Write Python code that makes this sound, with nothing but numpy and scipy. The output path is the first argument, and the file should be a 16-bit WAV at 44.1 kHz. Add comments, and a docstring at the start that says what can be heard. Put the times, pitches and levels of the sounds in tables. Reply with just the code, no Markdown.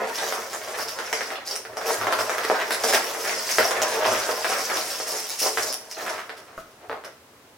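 """Cardboard drags, clatters and rustles on wood: two hands break up a finished jigsaw in a small, live room.
Shoved slabs judder over the table, loose pieces clack and chink, cut edges scrape: swarms of tiny contacts.
Pieces land, slabs crumble and flop, joints snap: each a blow and a short rattle, coloured by the table top.
The table booms softly under the hands, which come to rest with a few soft taps. Faint room air throughout."""
import sys
import numpy as np
from scipy import signal
from scipy.fft import rfft, irfft, next_fast_len
from scipy.io import wavfile
from scipy.ndimage import map_coordinates

SR = 44100
rng = np.random.default_rng(int(sys.argv[2]) if len(sys.argv) > 2 else 0)


def int16_out(signal):
    """Quantize to a 16-bit WAV file."""
    q = np.round(np.clip(np.atleast_2d(signal).T, -1, 1) * 32767)
    wavfile.write(sys.argv[1], SR, q.astype(np.int16))


N = 333989

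# spectra of struck wood, cut edges and cardboard: f/Hz, level/dB
WOOD_SPECTRUM = [(30, -49), (160, -30), (220, -11.5), (310, -10), (380, -3), (520, 0.5), (750, -7),
                 (1100, -6.5), (2000, -14), (5000, -49.5)]
EDGE_SPECTRUM = [(500, -60), (1800, -7), (2800, -4), (4200, -6), (5300, 0), (7000, -4.5), (8500, -6.5),
                 (10500, -6), (12500, -9.5), (16000, -10.5)]
CARD_SPECTRUM = [(60, -25), (160, -21.5), (330, -8.5), (800, -3), (2000, 6), (2800, 7), (4500, 12.5),
                 (14000, -41)]
# hand activity in the heap: t/s, sliding on wood/dB, rubbing of pieces/dB
ACTIVITY = [(0, -37.5, -52.5), (0.3, -34, -42), (0.5, -39, -45.5), (1.33, -37, -51.5), (1.42, -41.5, -70),
            (1.68, -56, -76), (1.84, -34.5, -45), (2.65, -34, -44), (3.05, -33.5, -38), (3.45, -39, -32.5),
            (3.79, -29, -46.5), (4.2, -31.5, -35.5), (4.85, -36.5, -36.5), (5.68, -54, -41),
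            (5.8, -50.5, -68), (6.1, -48, -44.5), (6.28, -49.5, -71), (6.8, -60, -85)]
CHINK_HZ, CHINK_SPREAD_OCT = 5433, 0.13  # ring of one piece, scatter between pieces
TOP_HZ = 16000


def amp(db):
    """dB to gain."""
    return 10 ** (np.asarray(db) / 20)


def unit(x):
    """x at rms 1."""
    return x / np.sqrt(np.mean(x ** 2) + 1e-20)


def along(points, hz):
    """Interpolate (f/Hz, value) points on a log axis."""
    f, v = np.transpose(points)
    return np.interp(np.log(hz + 1), np.log(f + 1), v)


def activity_db():
    """Sliding and rubbing levels per sample, falling 100 dB/s after the last row."""
    times_s, *levels_db = np.transpose(ACTIVITY)
    t = np.arange(N) / SR
    return [np.interp(t, times_s, db) - 100 * np.maximum(t - times_s[-1], 0) for db in levels_db]


def strokes(rows, attack_s, release_db_per_s):
    """Hand strokes swell, hold and die away; one gain curve per level column."""
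    t = np.arange(N) / SR
    power = np.zeros((len(rows[0][2:]), N))
    for start_s, length_s, *levels_db in rows:
        near = slice(*np.searchsorted(t, [start_s, start_s + length_s + .5]))
        age_s = t[near] - start_s
        release = amp(-release_db_per_s * np.maximum(age_s - length_s, 0))
        envelope = np.minimum(age_s / attack_s, 1) * release
        power[:, near] += np.outer(amp(levels_db), envelope) ** 2
    return np.sqrt(power)


def wobble(rate_hz):
    """Smooth random curve."""
    knots = rng.standard_normal(int(N * rate_hz / SR) + 4)
    return map_coordinates(knots, [np.arange(N) * rate_hz / SR])


def response(gain_db, size=8192):
    """Minimum-phase impulse response of energy 1, shaped by gain_db(hz)."""
    cepstrum = irfft(np.log(amp(gain_db(np.fft.rfftfreq(size, 1 / SR)))))
    cepstrum[1:size // 2] *= 2
    cepstrum[size // 2 + 1:] = 0
    h = irfft(np.exp(rfft(cepstrum)))
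    return h / np.linalg.norm(h)


def body(spectrum, size=8192):
    """Impulse response of a body with this spectrum."""
    return response(lambda hz: along(spectrum, hz), size)


def through(x, h):
    """x convolved with h, cut to the length of x."""
    return signal.fftconvolve(x, h, axes=-1)[..., :x.shape[-1]]


def diffuse(size):
    """Stereo noise from all sides: alike in the bass, unrelated in the treble."""
    # diffuse field: f/Hz, left-right coherence
    coherence = [(25, 0.97), (70, 0.93), (330, 0.98), (700, 0.76), (1400, 0.42), (2800, 0), (5500, 0),
                 (13000, 0)]
    angle = np.arccos(np.clip(along(coherence, np.fft.rfftfreq(size, 1 / SR)), -1, 1)) / 2
    mid, side = rfft(rng.standard_normal((2, size))) * [np.cos(angle), np.sin(angle)]
    return irfft(np.array([mid + side, mid - side]), size)


def room(wet_db, early_db=3, early_s=0.01, build_s=0.0033, size=18000):
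    """Stereo path from one spot on the table: direct sound, strong near walls, tail."""
    # reverberation time: f/Hz, t60/s
    decay = [(150, 0.46), (550, 0.32), (1400, 0.38), (5000, 0.4), (14000, 0.33)]
    hz, frame_s, spectra = signal.stft(diffuse(size), SR, nperseg=256)
    spectra = spectra * amp(-60 * frame_s / along(decay, hz)[:, None])
    tail = signal.istft(spectra, SR)[1][:, :size]
    t = np.arange(size) / SR
    tail = tail * (1 + amp(early_db) * np.exp(-t / early_s)) * (1 - np.exp(-t / build_s))
    path = amp(wet_db) * tail / np.linalg.norm(tail[0])
    path[[0, 1], rng.integers(2, size=2)] += 1  # direct sound, 0 or 1 sample late per side
    return path / np.linalg.norm(path[0])


def tint(depth_db, count=16):
    """Broad random colour of one group of pieces."""
    spectrum = np.column_stack([np.geomspace(600, TOP_HZ, count), depth_db * rng.standard_normal(count)])
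    return body(spectrum, size=512)


def roaming(x, wet_db, tint_db, size=2000, count=16):
    """Moving hands: each short block of x comes from a random spot on the table."""
    spots = [through(room(wet_db), tint(tint_db)[None]) for _ in range(count)]
    out = np.zeros((2, N + SR))
    for start in range(0, N, size):
        heard = signal.fftconvolve(x[None, start:start + size], spots[rng.integers(count)], axes=1)
        out[:, start:start + heard.shape[1]] += heard
    return out[:, :N]


def table_top_db(hz, low_cut_hz=170):
    """The table top resonates; the deep bass is rolled off."""
    # resonances: f/Hz, width/Hz, level/dB
    modes = [(385, 11, 3), (448.4, 26, 8), (539.4, 22, 3.5), (627.7, 32, 9), (703.5, 60, 8),
             (767.5, 32, 6.5), (897, 50, 5), (1038, 15, 4), (1320, 84, 2), (1620, 31, 0)]
    peaks_db = sum(db / (1 + (2 * (hz - mode_hz) / width_hz) ** 2) for mode_hz, width_hz, db in modes)
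    return peaks_db - 10 * np.log10(1 + (low_cut_hz / (hz + 1)) ** 2)


def contacts(rate_hz, spread_db):
    """Tiny contacts at random times, of widely varying strength."""
    chance, strength, sign = rng.random(N), rng.standard_normal(N), rng.choice([-1, 1], N)
    return unit((chance < rate_hz / SR) * sign * amp(spread_db * np.minimum(strength, 2)))


def ping(hz, cycles, t):
    """Ring of a piece, down to 1/e after the given cycles."""
    return np.sin(2 * np.pi * hz * t) * np.exp(-hz * t / cycles)


def pieces(rate_hz, spread_db, centre_hz, spread_oct, cycles, size=400):
    """Contacts that each ring one piece at its own pitch."""
    blows = contacts(rate_hz, spread_db)
    at = np.flatnonzero(blows)[:, None]
    hz = centre_hz * 2 ** (spread_oct * rng.standard_normal(N)[at])
    grains = blows[at] * ping(hz, cycles, np.arange(size) / SR)
    return unit(np.bincount((at + np.arange(size)).ravel(), grains.ravel(), N)[:N])


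def shuffling():
    """Slabs judder over the wood, loose pieces clack and chink, cut edges catch; all in small bursts."""
    # slabs shoved over wood, and a last soft brush of hand or sleeve: t/s, length/s, drag/dB, clatter/dB
    slides = [(-.015, 0.037, -22.5, -33.5), (0.158, 0.092, -28.5, -34), (0.724, 0.067, -33, -34.5),
              (1.21, .13, -40, -38.5), (1.472, 0.073, -36.5, -51), (1.69, .08, -38, -52),
              (1.755, 0.06, -31.5, -47), (1.848, 0.061, -29.5, -28.5), (2.065, .09, -33, -36),
              (2.507, 0.12, -42, -25.5), (2.915, 0.051, -24.5, -20), (3.13, 0.054, -30, -28.5),
              (3.237, 0.11, -33.5, -27), (3.69, 0.11, -35, -44), (3.904, 0.088, -27, -28.5),
              (4.02, 0.12, -24.5, -25), (4.44, 0.14, -31, -26.5), (4.674, .11, -30.5, -26.5),
              (5.05, .14, -33.5, -38), (5.41, 0.052, -25.5, -50.5), (5.575, .13, -34, -50),
              (5.965, 0.18, -35.5, -30), (6.45, 0.059, -54, -47), (6.807, 0.04, -43.5, -55)]
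    # bright rubs of pieces, and the closing finger tap's faint tick: t/s, length/s, chink/dB, scrape/dB
    rubs = [(.13, 0.16, -31.5, -38.5), (.77, 0.054, -37, -42), (.875, 0.017, -33, -38),
            (.98, 0.084, -39.5, -56), (1.122, 0.038, -26.5, -49), (1.21, .06, -44, -46),
            (1.45, 0.097, -34, -41), (1.85, 0.083, -46, -34.5), (2.11, 0.022, -36, -39.5),
            (2.18, 0.029, -32, -37), (2.695, 0.026, -49, -47), (2.84, 0.057, -46, -32.5),
            (2.92, 0.04, -28, -26.5), (3.25, 0.11, -38, -45), (3.49, .2, -32, -36),
            (3.812, 0.016, -27, -40), (3.87, 0.096, -32.5, -36.5), (4.05, 0.09, -37, -38.5),
            (4.44, 0.19, -39, -39.5), (4.71, 0.081, -27, -37.5), (4.87, 0.063, -35.5, -39),
            (5.07, .12, -36, -38.5), (5.385, 0.081, -25, -30), (5.568, 0.065, -31, -34),
            (5.645, 0.035, -26, -37.5), (5.901, 0.011, -28.5, -46), (5.97, .15, -40.5, -46.5),
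            (6.565, 0.025, -59, -53.5)]
    sliding_db, rubbing_db = activity_db()
    scraping_db = 0.65 * rubbing_db - 15  # edges scrape even in light stirring
    slide_gains = strokes(slides, attack_s=0.0083, release_db_per_s=290)
    rub_gains = strokes(rubs, attack_s=0.013, release_db_per_s=320)
    drag_gain, clatter_gain = np.hypot(amp([sliding_db, sliding_db + 2.5]), slide_gains)
    chink_gain, scrape_gain = np.hypot(amp([rubbing_db, scraping_db]), rub_gains)
    shared_flutter = wobble(rate_hz=60)

    def bursts(x, db, depth_db):
        flutter = shared_flutter + 0.83 * wobble(rate_hz=70)
        return amp(db) * unit(x * amp(depth_db * flutter))

    drag = through(contacts(rate_hz=740, spread_db=4.5), body(WOOD_SPECTRUM))
    loose = pieces(rate_hz=480, spread_db=6, centre_hz=1428, spread_oct=0.41, cycles=1.18)
    clatter = through(loose, body(CARD_SPECTRUM))
    scrape = through(contacts(rate_hz=4500, spread_db=5.5), body(EDGE_SPECTRUM))
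    chink = pieces(rate_hz=700, spread_db=7.5, centre_hz=CHINK_HZ,
                   spread_oct=CHINK_SPREAD_OCT, cycles=10.3)
    low = drag_gain * bursts(drag, db=-3.5, depth_db=1.5)
    low += clatter_gain * bursts(clatter, db=-4, depth_db=0.45)
    high = chink_gain * bursts(chink, db=-1.5, depth_db=2.4)
    high += scrape_gain * bursts(scrape, db=5, depth_db=1.1)
    return roaming(low, wet_db=4, tint_db=0.97) + roaming(high, wet_db=-1, tint_db=2)


def table_boom():
    """The whole table booms softly under moving hands, more when they lean on it."""
    # table boom: f/Hz, level/dB
    spectrum = [(40, -18), (85, -15), (104, -2), (114, 5), (135, -36), (220, -29.5)]
    # weight on the table: t/s, length/s, level/dB
    leans = [(1.67, 0.17, -55.5), (1.97, .1, -49), (2.15, 0.063, -52), (3.56, .1, -52), (4.07, 0.14, -46),
             (5.56, 0.11, -52.5), (6.88, 0.054, -55)]
    sliding_db, _ = activity_db()
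    weight = np.hypot(amp(sliding_db - 28), strokes(leans, attack_s=0.011, release_db_per_s=250))
    return weight * unit(through(rng.standard_normal(N), body(spectrum)))


def room_air(level_db=-52):
    """Still room air: steady diffuse noise."""
    # room air: f/Hz, level/dB
    spectrum = [(25, -29), (90, -2), (170, -6.5), (280, -1), (490, 0.5), (700, -3.5), (1000, -3.5),
                (2000, -8.5), (4000, -13), (16000, -20.5)]
    noise = diffuse(next_fast_len(N))[:, :N]
    return amp(level_db) * unit(through(noise, body(spectrum)[None]))


def impacts(rows, first_db, rattle_s, count, wet_db, ring_db=-4, crunch_s=0.00077, lag_s=.0016):
    """Each blow clacks the card, thuds the table and ticks an edge; count more contacts follow."""
    size = 18000
    out = np.zeros((2, N + size))
    wood, edges, card = body(WOOD_SPECTRUM), body(EDGE_SPECTRUM), body(CARD_SPECTRUM)
    t = np.arange(len(card)) / SR
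    for start_s, db, clack_hz, thud_db, tick_db, rattle_db in rows:
        delay_s = np.minimum(rattle_s * rng.gamma(2, size=count), .1)
        strength = rng.standard_normal(count)
        hits = np.zeros(size)
        hits[(delay_s * SR).astype(int)] = amp(rattle_db) * strength / np.linalg.norm(strength)
        hits[0] = amp(first_db)
        clack = through(ping(clack_hz, cycles=0.67, t=t), card)
        crunch = through(rng.standard_normal(len(t)) * np.exp(-t / crunch_s), edges)  # cut fibres
        chink = ping(CHINK_HZ * 2 ** (CHINK_SPREAD_OCT * rng.standard_normal()), cycles=6, t=t)
        tick = unit(crunch) + amp(ring_db) * unit(chink)
        blow = amp(7.5) * unit(clack) + amp(thud_db + 21) * unit(wood) + amp(tick_db + 22) * unit(tick)
        rattled = through(hits, blow / np.sqrt(len(blow)))
        heard = amp(db) * through(rattled[None], room(wet_db))
        out[:, round((start_s + lag_s) * SR):][:, :size] += heard
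    return out[:, :N]


def clacks(thud_db=-22):
    """Light clacks with little thud: pieces land, and at the end fingers tap the table."""
    # light clacks: t/s, level/dB, clack f/Hz, tick/dB, rattle/dB
    events = [(0.323, -7.5, 1140, -19.5, -21), (0.786, -12, 1250, -32, -5), (0.987, -10, 1430, -23, -5),
              (1.127, -2.5, 2040, -16.5, -16), (1.207, -7.5, 1720, -25, -14),
              (1.303, -13.5, 1850, -30, -11), (1.65, -18, 1500, -24, -3), (1.769, -12.5, 855, -16.5, -3),
              (2.012, -8, 1120, -32, -12), (2.033, -11.5, 1080, -35, 0), (2.068, -4.5, 1120, -30, -0.5),
              (2.124, -2, 1250, -22, -3.5), (2.188, -5, 1140, -30, -4), (2.294, -5, 1340, -20.5, -1),
              (2.381, -5.5, 1420, -24, -13), (2.514, -7.5, 840, -32, -8), (2.706, -4, 1590, -20.5, -11),
              (3.274, -13, 1520, -14.5, 4), (3.49, -8, 2030, -36, -2.5), (3.583, 2.5, 1510, -27, -21),
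              (3.627, -8, 1660, -24, -8), (3.708, -5.5, 1180, -20, -7), (4.051, -5.5, 1010, -24, 2),
              (4.444, -3, 1500, -32, -6), (4.699, -9, 1410, -18, -15), (5.465, -12, 980, -23, -8),
              (5.572, -2.5, 1430, -34, -7), (6.293, -14.5, 1620, -31, -4), (6.895, -17, 1070, -48, 4.5),
              (7.037, -23, 1350, -28, 4.5)]
    rows = [(s, db, hz, thud_db, tick_db, rattle_db) for s, db, hz, tick_db, rattle_db in events]
    return impacts(rows, first_db=1.5, rattle_s=.007, count=5, wet_db=4.5)


def rattles(rattle_db=0):
    """Dense soft rattles: slabs crumble, and at the end fingers drop onto the table."""
    # dense rattles: t/s, level/dB, clack f/Hz, thud/dB, tick/dB
    events = [(0.53, -13.5, 1380, -16, -11), (1.889, -14, 970, -4.5, -20), (2.193, -8.5, 1060, -21, -19),
              (2.434, -3, 1440, -25, -21), (2.599, -5.5, 1880, -19.5, -24.5), (2.719, -9, 1510, -31, -8.5),
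              (2.884, -8, 1580, -10, -4.5), (2.935, 1.5, 1690, -17, -20), (3.583, -6, 1440, -12.5, -13),
              (5.289, -24.5, 880, -20, 4), (5.418, -18.5, 1340, -7, 2.5), (6.062, -7, 1350, -37, -26),
              (6.18, -10, 1420, -30, -27), (6.369, -28.5, 1400, -18, -10), (6.895, -18.5, 1150, -5, -31),
              (7.046, -27, 1320, -9, -18)]
    rows = [(*row, rattle_db) for row in events]
    return impacts(rows, first_db=-8.5, rattle_s=.009, count=30, wet_db=-0.5)


def flops(clack_hz=1300, thud_db=0.5, tick_db=-22, rattle_db=-7):
    """A large slab flops down and thuds the table."""
    # slab drops: t/s, level/dB
    drops = [(0.675, -30.5), (1.128, -23), (2.069, -20.5), (2.498, -10.5), (2.839, -15), (3.592, -15),
             (3.817, -19.5), (4.29, -17.5), (4.999, -24.5)]
    rows = [(*row, clack_hz, thud_db, tick_db, rattle_db) for row in drops]
    return impacts(rows, first_db=-0.5, rattle_s=.007, count=5, wet_db=3)


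def ticks(clack_hz=1300, thud_db=-39, tick_db=2, rattle_db=1):
    """Bright ticks: joints snap, and a last faint tick as the hands settle."""
    # bright ticks: t/s, level/dB
    events = [(1.555, -24.5), (2.836, -19.5), (3.817, -19.5), (5.725, -23), (5.912, -34), (7.046, -39)]
    rows = [(*row, clack_hz, thud_db, tick_db, rattle_db) for row in events]
    return impacts(rows, first_db=-2, rattle_s=.005, count=8, wet_db=-0.5, ring_db=-9.5, crunch_s=0.00081)


def hollow_tap(start_s=6.5785, tick_db=-27):
    """The hands settle with a hollow knock: light tick, brief ring, faint deep bump."""
    # knock modes: f/Hz, level/dB, t60/s
    modes = [(660, -29, .035), (1290, -24, .028), (1420, -30, .025)]
    t = np.maximum(np.arange(N) / SR - start_s, 0)

    def mode(hz, db, t60_s):
        return amp(db - 60 * t / t60_s) * np.sin(2 * np.pi * hz * t)

    knock = sum(mode(*row) for row in modes)
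    knock[round(start_s * SR)] += amp(tick_db)
    bump = mode(hz=36, db=-44, t60_s=.12)
    return through(knock[None], room(wet_db=1)) + bump


def scene():
    """Puzzle handling coloured by the table top, plus tap, boom and air."""
    handling = shuffling() + clacks() + ticks() + flops() + rattles()
    balance = amp([[-.25], [.25]])
    puzzle = through(handling, response(table_top_db)[None]) * balance
    return puzzle + room_air() + hollow_tap() + table_boom()


def record(dry):
    """Brick-wall low-pass at TOP_HZ."""
    size = next_fast_len(N + SR // 2)
    passband = np.fft.rfftfreq(size, 1 / SR) < TOP_HZ
    return irfft(rfft(dry, size) * passband, size)[:, :N]


dry = scene()
out = record(dry)
int16_out(out)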